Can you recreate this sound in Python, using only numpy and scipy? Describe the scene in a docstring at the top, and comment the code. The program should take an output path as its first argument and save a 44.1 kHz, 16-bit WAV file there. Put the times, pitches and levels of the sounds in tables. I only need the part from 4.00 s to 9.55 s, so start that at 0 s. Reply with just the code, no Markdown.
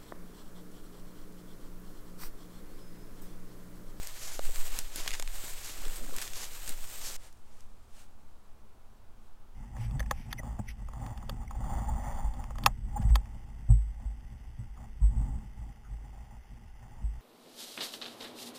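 """Boots wade through long dry grass on a wooded creek bank: blades swish and stems crackle.
Twigs snap, soles thud on soft ground, and air pockets pop in the wet soil.
Then the scene changes abruptly to a quiet field edge, where the walker stands and his jacket rustles.
Throughout, slow air buffets the microphone and far traffic hums; the sound is almost mono."""
import sys
import numpy as np
from scipy.fft import rfft, irfft, next_fast_len
from scipy.io import wavfile
from scipy.ndimage import map_coordinates

SR = 44100
rng = np.random.default_rng(int(sys.argv[2]) if len(sys.argv) > 2 else 0)


def digitize_waveform(pressure):
    """Quantize a signal to 16-bit integers and store it at the path in sys.argv[1].

    Rows of a 2-D input are taken as channels; values are limited to [-1, 1].
    """
    field = np.atleast_2d(pressure).T
    bounded = np.clip(field, -1, 1)
    quanta = np.round(bounded * 32767).astype(np.int16)
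    wavfile.write(sys.argv[1], SR, quanta)


N = 244755
TIME = np.arange(N) / SR
CHANGE_S = 3.167
WALKING = np.clip((CHANGE_S - TIME) / .002, 0, 1)  # 1 on the creek bank, 0 at the field edge


def amp(db):
    """Turn decibels into a gain."""
    return 10 ** (np.asarray(db) / 20)


def unit(x):
    """Scale to an average (rms) level of 1."""
    return x / np.sqrt(np.mean(x ** 2) + 1e-20)


def wobble(rate):
    """A smooth curve through rate random points a second."""
    return map_coordinates(rng.standard_normal(int(N * rate / SR) + 4), [TIME * rate])


def filtered(x, response):
    """Multiply each frequency f in x by response(f)."""
    size = next_fast_len(x.shape[-1] + 8192)
    return irfft(rfft(x, size) * response(np.fft.rfftfreq(size, 1 / SR)), size)[..., :x.shape[-1]]


def gains(tone, f):
    """Read the gain at frequencies f from a tone table."""
    hz, db = np.transpose(tone)
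    return amp(np.interp(np.log(f + 1), np.log(hz), db))


def coloured(x, tone):
    """Shape x with a tone table, then scale it to level 1."""
    return unit(filtered(x, lambda f: gains(tone, f)))


def resonance(f, hz, width):
    """A filter that rings at hz; a narrow one rings longer."""
    return 1j * f * width / (hz * hz - f * f + 1j * f * width)


def add(track, s, sound):
    """Mix a sound into the track at s seconds."""
    room = track[max(round(s * SR), 0):][:len(sound)]
    room += sound[:len(room)]


def strokes(rows, rise_s, fall_s):
    """Summed power of movements that swell, hold and fade, by 20 dB per rise or fall time."""
    power = 0
    for s, hold, db in rows:
        fade = np.maximum(s - TIME, 0) / rise_s + np.maximum(TIME - s - hold, 0) / fall_s
        power += amp(db - 20 * fade) ** 2
    return power


def crackle(rate, spread_db, tick_share, clump_db):
    """Countless tiny contacts blur into a hiss, with louder ticks on top; both come in clumps."""
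    ticks = (rng.random(N) < rate / SR) * rng.standard_normal(N)
    ticks *= amp(spread_db * np.minimum(rng.exponential(size=N), 3))
    mix = np.sqrt(tick_share) * unit(ticks) + np.sqrt(1 - tick_share) * rng.standard_normal(N)
    return mix * amp(clump_db * (1.38 * wobble(45) + 1.02 * wobble(190)))


# Tone of crushed stems, sliding blades and dry tips: (frequency [Hz], relative level [dB])
STEM_TONE = [(80, 0.5), (160, -6), (280, -3.5), (450, -0.5), (1000, -1.5), (2000, -0.5), (3200, -1),
             (5400, -0.5), (7000, 1.5), (10000, -30)]
BLADE_TONE = [(2000, -16), (4300, -3), (6000, 0), (7200, 1.5), (8500, -5.5), (10500, -4), (12500, -6),
              (16000, -20)]
TIP_TONE = [(5000, -29.5), (7200, -4.5), (8200, -0.5), (9000, -4.5), (9900, -17), (11200, -10),
            (12800, -4.5), (14500, -11), (16000, -9)]
# A boot swings through the blades: (time [s], hold [s], swish level [dB])
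SWINGS = [(.165, 0.017, -51.5), (.225, .125, -45), (.975, 0.045, -45.5), (1.14, 0.044, -50),
          (1.645, 0.056, -47.5), (2.37, 0.074, -43), (3.05, 0.037, -42.5), (3.15, .02, -47)]
# Weight comes down on the grass: (time [s], hold [s], stem level [dB], tip level [dB])
TREADS = [(0.034, 0.04, -51, -50.5), (0.435, 0.086, -54, -49), (0.555, 0.12, -51, -46),
          (.735, 0.064, -47, -47), (0.976, 0.12, -47.5, -57), (1.34, .07, -52, -49),
          (1.453, 0.057, -48.5, -44.5), (1.584, 0.27, -53, -53.5), (1.909, 0.067, -52.5, -48.5),
          (2.022, 0.12, -59, -53), (2.185, 0.092, -48.5, -48), (2.528, 0.097, -54.5, -52),
          (2.682, 0.021, -49, -45.5), (2.772, 0.1, -56.5, -52), (2.908, 0.089, -53.5, -48),
          (3.076, 0.1, -53, -50)]


def grass():
    """Stems crackle under the sole while blades and their dry tips slide along the boots."""
    swing = strokes(SWINGS, rise_s=.067, fall_s=.076)
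    press = strokes([(s, hold, db) for s, hold, db, _ in TREADS], rise_s=.1, fall_s=.077)
    flick = strokes([(s, hold, db) for s, hold, _, db in TREADS], rise_s=.1, fall_s=.077)
    # The steady last terms are trodden grass stirring between steps.
    crush = np.sqrt(press + swing * amp(-6) ** 2 + amp(-57) ** 2)
    swish = np.sqrt(swing + press * amp(-2) ** 2 + amp(-59.5) ** 2)
    fizz = np.sqrt(flick + swing * amp(-15.5) ** 2 + amp(-57) ** 2)
    contacts = crackle(rate=2200, spread_db=2.6, tick_share=.25, clump_db=1.1)
    sliding = crackle(rate=3000, spread_db=2.5, tick_share=.2, clump_db=.8)
    stems = unit(filtered(coloured(contacts, STEM_TONE), lambda f: 1 / (1 + (f / 5200) ** 6)))
    return crush * stems + swish * coloured(sliding, BLADE_TONE) + fizz * coloured(contacts, TIP_TONE)


# Tone of the rumble: (frequency [Hz], relative level [dB])
RUMBLE_TONE = [(20, -11), (70, -5), (110, 5), (160, -27), (400, -26), (1500, -71)]


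def rumble():
    """A faint, low noise lies under the walk."""
    return amp(-66) * coloured(rng.standard_normal(N), RUMBLE_TONE)


# How the air swells and sinks: (time [s], level before the boost [dB])
GUSTS = [(0.0, -48), (0.34, -48.5), (0.46, -39.5), (0.66, -38.5), (0.72, -43), (0.98, -44.5), (1.16, -39),
         (1.24, -40.5), (1.73, -50), (1.88, -39), (2.47, -52), (2.66, -42), (2.99, -50), (3.17, -47.5),
         (3.32, -62.5), (3.55, -57), (5.44, -58.5), (5.5, -52.5)]
# Tone of the air: (frequency [Hz], relative level [dB])
AIR_TONE = [(3, 2), (6, 4), (10, -6.5), (14, -4.5), (20, -9), (27, -17), (36, -46), (60, -39.5),
            (150, -59.5), (400, -120)]


def air(boost_db=14.5):
    """Slow air pushes on the microphone, a different draught in each place."""
    at_creek, at_field = coloured(rng.standard_normal((2, N)), AIR_TONE)
    gust_db = np.interp(TIME, *np.transpose(GUSTS))
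    return amp(gust_db + boost_db) * (WALKING * at_creek + (1 - WALKING) * at_field)


# Tone of distant traffic and woods: (frequency [Hz], relative level [dB])
DISTANT_TONE = [(24, -29), (40, 3), (80, -1), (115, -5.5), (145, -15), (260, -13.5), (500, -16.5),
                (850, -16.5), (1250, -18.5), (1900, -28.5), (3000, -30.5), (7600, -37.5), (15800, -38)]
# Far engines and tyres: (pitch [Hz], width [Hz], level [dB])
HUMS = [(69.7, 3.9, -69), (110.2, 17, -79), (214.6, 18, -73), (840, 98, -79.5)]


def traffic():
    """Far traffic blends into a soft wash; narrow bands of noise make its wavering hum."""
    out = amp(-61 + .21 * wobble(8.6)) * coloured(rng.standard_normal(N), DISTANT_TONE)
    for hz, width, db in HUMS:
        out += amp(db) * unit(filtered(rng.standard_normal(N), lambda f: resonance(f, hz, width) ** 2))
    return out


# Twigs and stalks break: (time [s], level of the first 4 ms [dB], pitch [Hz], 60 dB splinter fade [s])
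SNAPS = [(0.0722, -39, 11000, 0.008), (0.3926, -41.5, 1700, 0.014), (0.453, -46.5, 4000, 0.011),
         (0.559, -40.5, 5160, 0.014), (0.789, -29.5, 5850, 0.024), (0.9595, -34.5, 11500, 0.026),
         (1.0775, -28.5, 3760, 0.032), (1.091, -42.5, 3200, 0.035), (1.107, -35.5, 3300, 0.019),
         (1.1162, -38, 2900, 0.022), (1.13, -40.5, 2900, 0.066), (1.1382, -35, 3000, 0.01),
         (1.1433, -37.5, 3000, 0.028), (1.15, -40, 2700, 0.042), (1.198, -33, 2110, 0.021),
         (1.2248, -35.5, 4900, 0.017), (1.2766, -40, 3000, 0.012), (1.853, -41.5, 4500, 0.013),
         (1.959, -43, 10000, 0.06), (2.1648, -37, 9000, 0.013), (2.1846, -36.5, 3940, 0.028),
         (2.2158, -35.5, 5770, 0.038), (2.2228, -36.5, 4840, 0.04), (2.278, -41, 3850, 0.024),
         (2.335, -41, 4800, 0.023), (2.677, -36.5, 5700, 0.032), (2.6932, -35.5, 12000, 0.022),
         (3.327, -60, 9000, 0.025), (3.607, -56.5, 5800, 0.014)]
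# Notes a thick dry stick rings at: (pitch [Hz], width [Hz], relative level [dB])
STICK_NOTES = [(2030, 660, 2), (2480, 300, -3), (2860, 160, 3.5), (3420, 270, 2.5), (4860, 350, -7),
               (6460, 900, -3)]


def twigs(crack_s=.003, splinter_db=-9, brittle_s=.034, thick_hz=4000, ring_db=4, dull_hz=14000):
    """Each break is a sharp crack and a spray of tearing fibres; thick, low-pitched sticks also ring."""
    out, t = np.zeros(N), np.arange(SR // 12) / SR
    wood = lambda f: sum(amp(db + ring_db) * resonance(f, hz, width) for hz, width, db in STICK_NOTES)
    for s, db, hz, fade_s in SNAPS:
        brittle = 1 / (1 + (fade_s / brittle_s) ** 6)  # stalks that give way slowly only crunch
        crack = brittle * amp(-60 * t / crack_s)
        splinters = amp(splinter_db - 60 * t / fade_s)
        force = np.tanh(rng.standard_normal(len(t))) * (crack + splinters)
        force[0] += 1.2 * brittle  # the opening click
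        thick = 1 / (1 + (hz / thick_hz) ** 6)
        body = lambda f: resonance(f, hz, 1.4 * hz) + thick * wood(f)
        snap = filtered(force, lambda f: body(f) / (1 + (f / dull_hz) ** 6))
        add(out, s, amp(db) * snap / np.std(snap[:int(.004 * SR)]))
    return out


# Soles meet soft ground and buried sticks: (time [s], level [dB], pitch [Hz])
THUDS = [(0.3927, -18.5, 573), (0.492, -31.5, 475), (0.784, -39.5, 229), (0.957, -38.5, 258),
         (0.983, -42, 356), (1.062, -28, 734), (1.198, -24, 640), (1.226, -27.5, 880), (1.439, -35, 355),
         (2.125, -31, 457), (2.68, -42.5, 137), (2.702, -38, 240)]


def soles(scuff_gain=.24, scuff_ratio=1.8, attack_s=.00067, fade_cycles=6):
    """A dull knock dies away quickly, with a little scuffing noise above its pitch."""
    out, t = np.zeros(N), np.arange(SR // 10) / SR
    for s, db, hz in THUDS:
        scuff_hz = scuff_ratio * hz
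        scuff = unit(filtered(rng.standard_normal(len(t)), lambda f: resonance(f, scuff_hz, scuff_hz) ** 2))
        loudness = amp(db - 60 * t * hz / fade_cycles) * (1 - np.exp(-t / attack_s))
        add(out, s, loudness * (np.sin(2 * np.pi * hz * t) + scuff_gain * scuff))
    return out


# Water is pressed out of the soil: (time [s], hold [s], level [dB])
SQUELCHES = [(1.83, 0.03, -52.5), (2.02, .13, -52.5)]


def mud(count=150, low_hz=200, high_hz=1900, fade_cycles=11, ramp_s=.12):
    """Small air pockets pop in the wet soil; the large, low ones ring longer."""
    out, t = np.zeros(N), np.arange(SR // 12) / SR
    start = SQUELCHES[0][0] - ramp_s
    span = SQUELCHES[-1][0] + SQUELCHES[-1][1] + ramp_s - start
    for when, smallness, strength in rng.random((count, 3)):
        hz = low_hz * (high_hz / low_hz) ** smallness
        pop = np.sin(2 * np.pi * hz * t) * amp(-60 * t * hz / fade_cycles) * (1 - np.exp(-t * hz))
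        add(out, start + when * span, amp(10 * strength + 6.7 * smallness) * pop)
    return unit(out) * np.sqrt(span / TIME[-1] * strokes(SQUELCHES, ramp_s, ramp_s))


# An arm moves: (time [s], hold [s], level [dB])
ARM_MOVES = [(3.235, 0.039, -57), (3.52, 0.11, -68), (3.965, 0.057, -60), (5.21, .07, -77)]
# Tone of rubbing cloth: (frequency [Hz], relative level [dB])
CLOTH_TONE = [(150, -19), (300, -2), (650, 0), (1300, -0.5), (2500, -2), (5000, -3.5), (8300, -2),
              (11000, -8.5), (15800, -14)]


def jacket(stir_db=-70, fade_db_per_s=4.5):
    """Sleeve and pack straps slide over the jacket; its faint stirring dies down as the walker stands."""
    stir = amp(stir_db - fade_db_per_s * (TIME - CHANGE_S))
    rub = np.sqrt(strokes(ARM_MOVES, rise_s=.11, fall_s=.06) + stir ** 2)
    weave = crackle(rate=1900, spread_db=2, tick_share=.08, clump_db=.6)
    return rub * coloured(weave, CLOTH_TONE)


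# Stereo width: (frequency [Hz], side level relative to the middle [dB])
STEREO_WIDTH = [(60, -65), (300, -29), (2000, -57), (7500, -60), (15000, -50)]


def scene():
    """The walk, then the standing pause; left and right sound almost alike."""
    walk = rumble() + grass() + mud()
    middle = WALKING * walk + (1 - WALKING) * jacket() + twigs() + soles() + air() + traffic()
    side = filtered(middle, lambda f: 1j * gains(STEREO_WIDTH, f))
    return np.array([middle + side, middle - side])


def record(dry):
    """Cut away the very highest treble, above about 16 kHz."""
    return filtered(dry, lambda f: 1 / (1 + (f / 15950) ** 200))


dry = scene()
out = record(dry)
digitize_waveform(out)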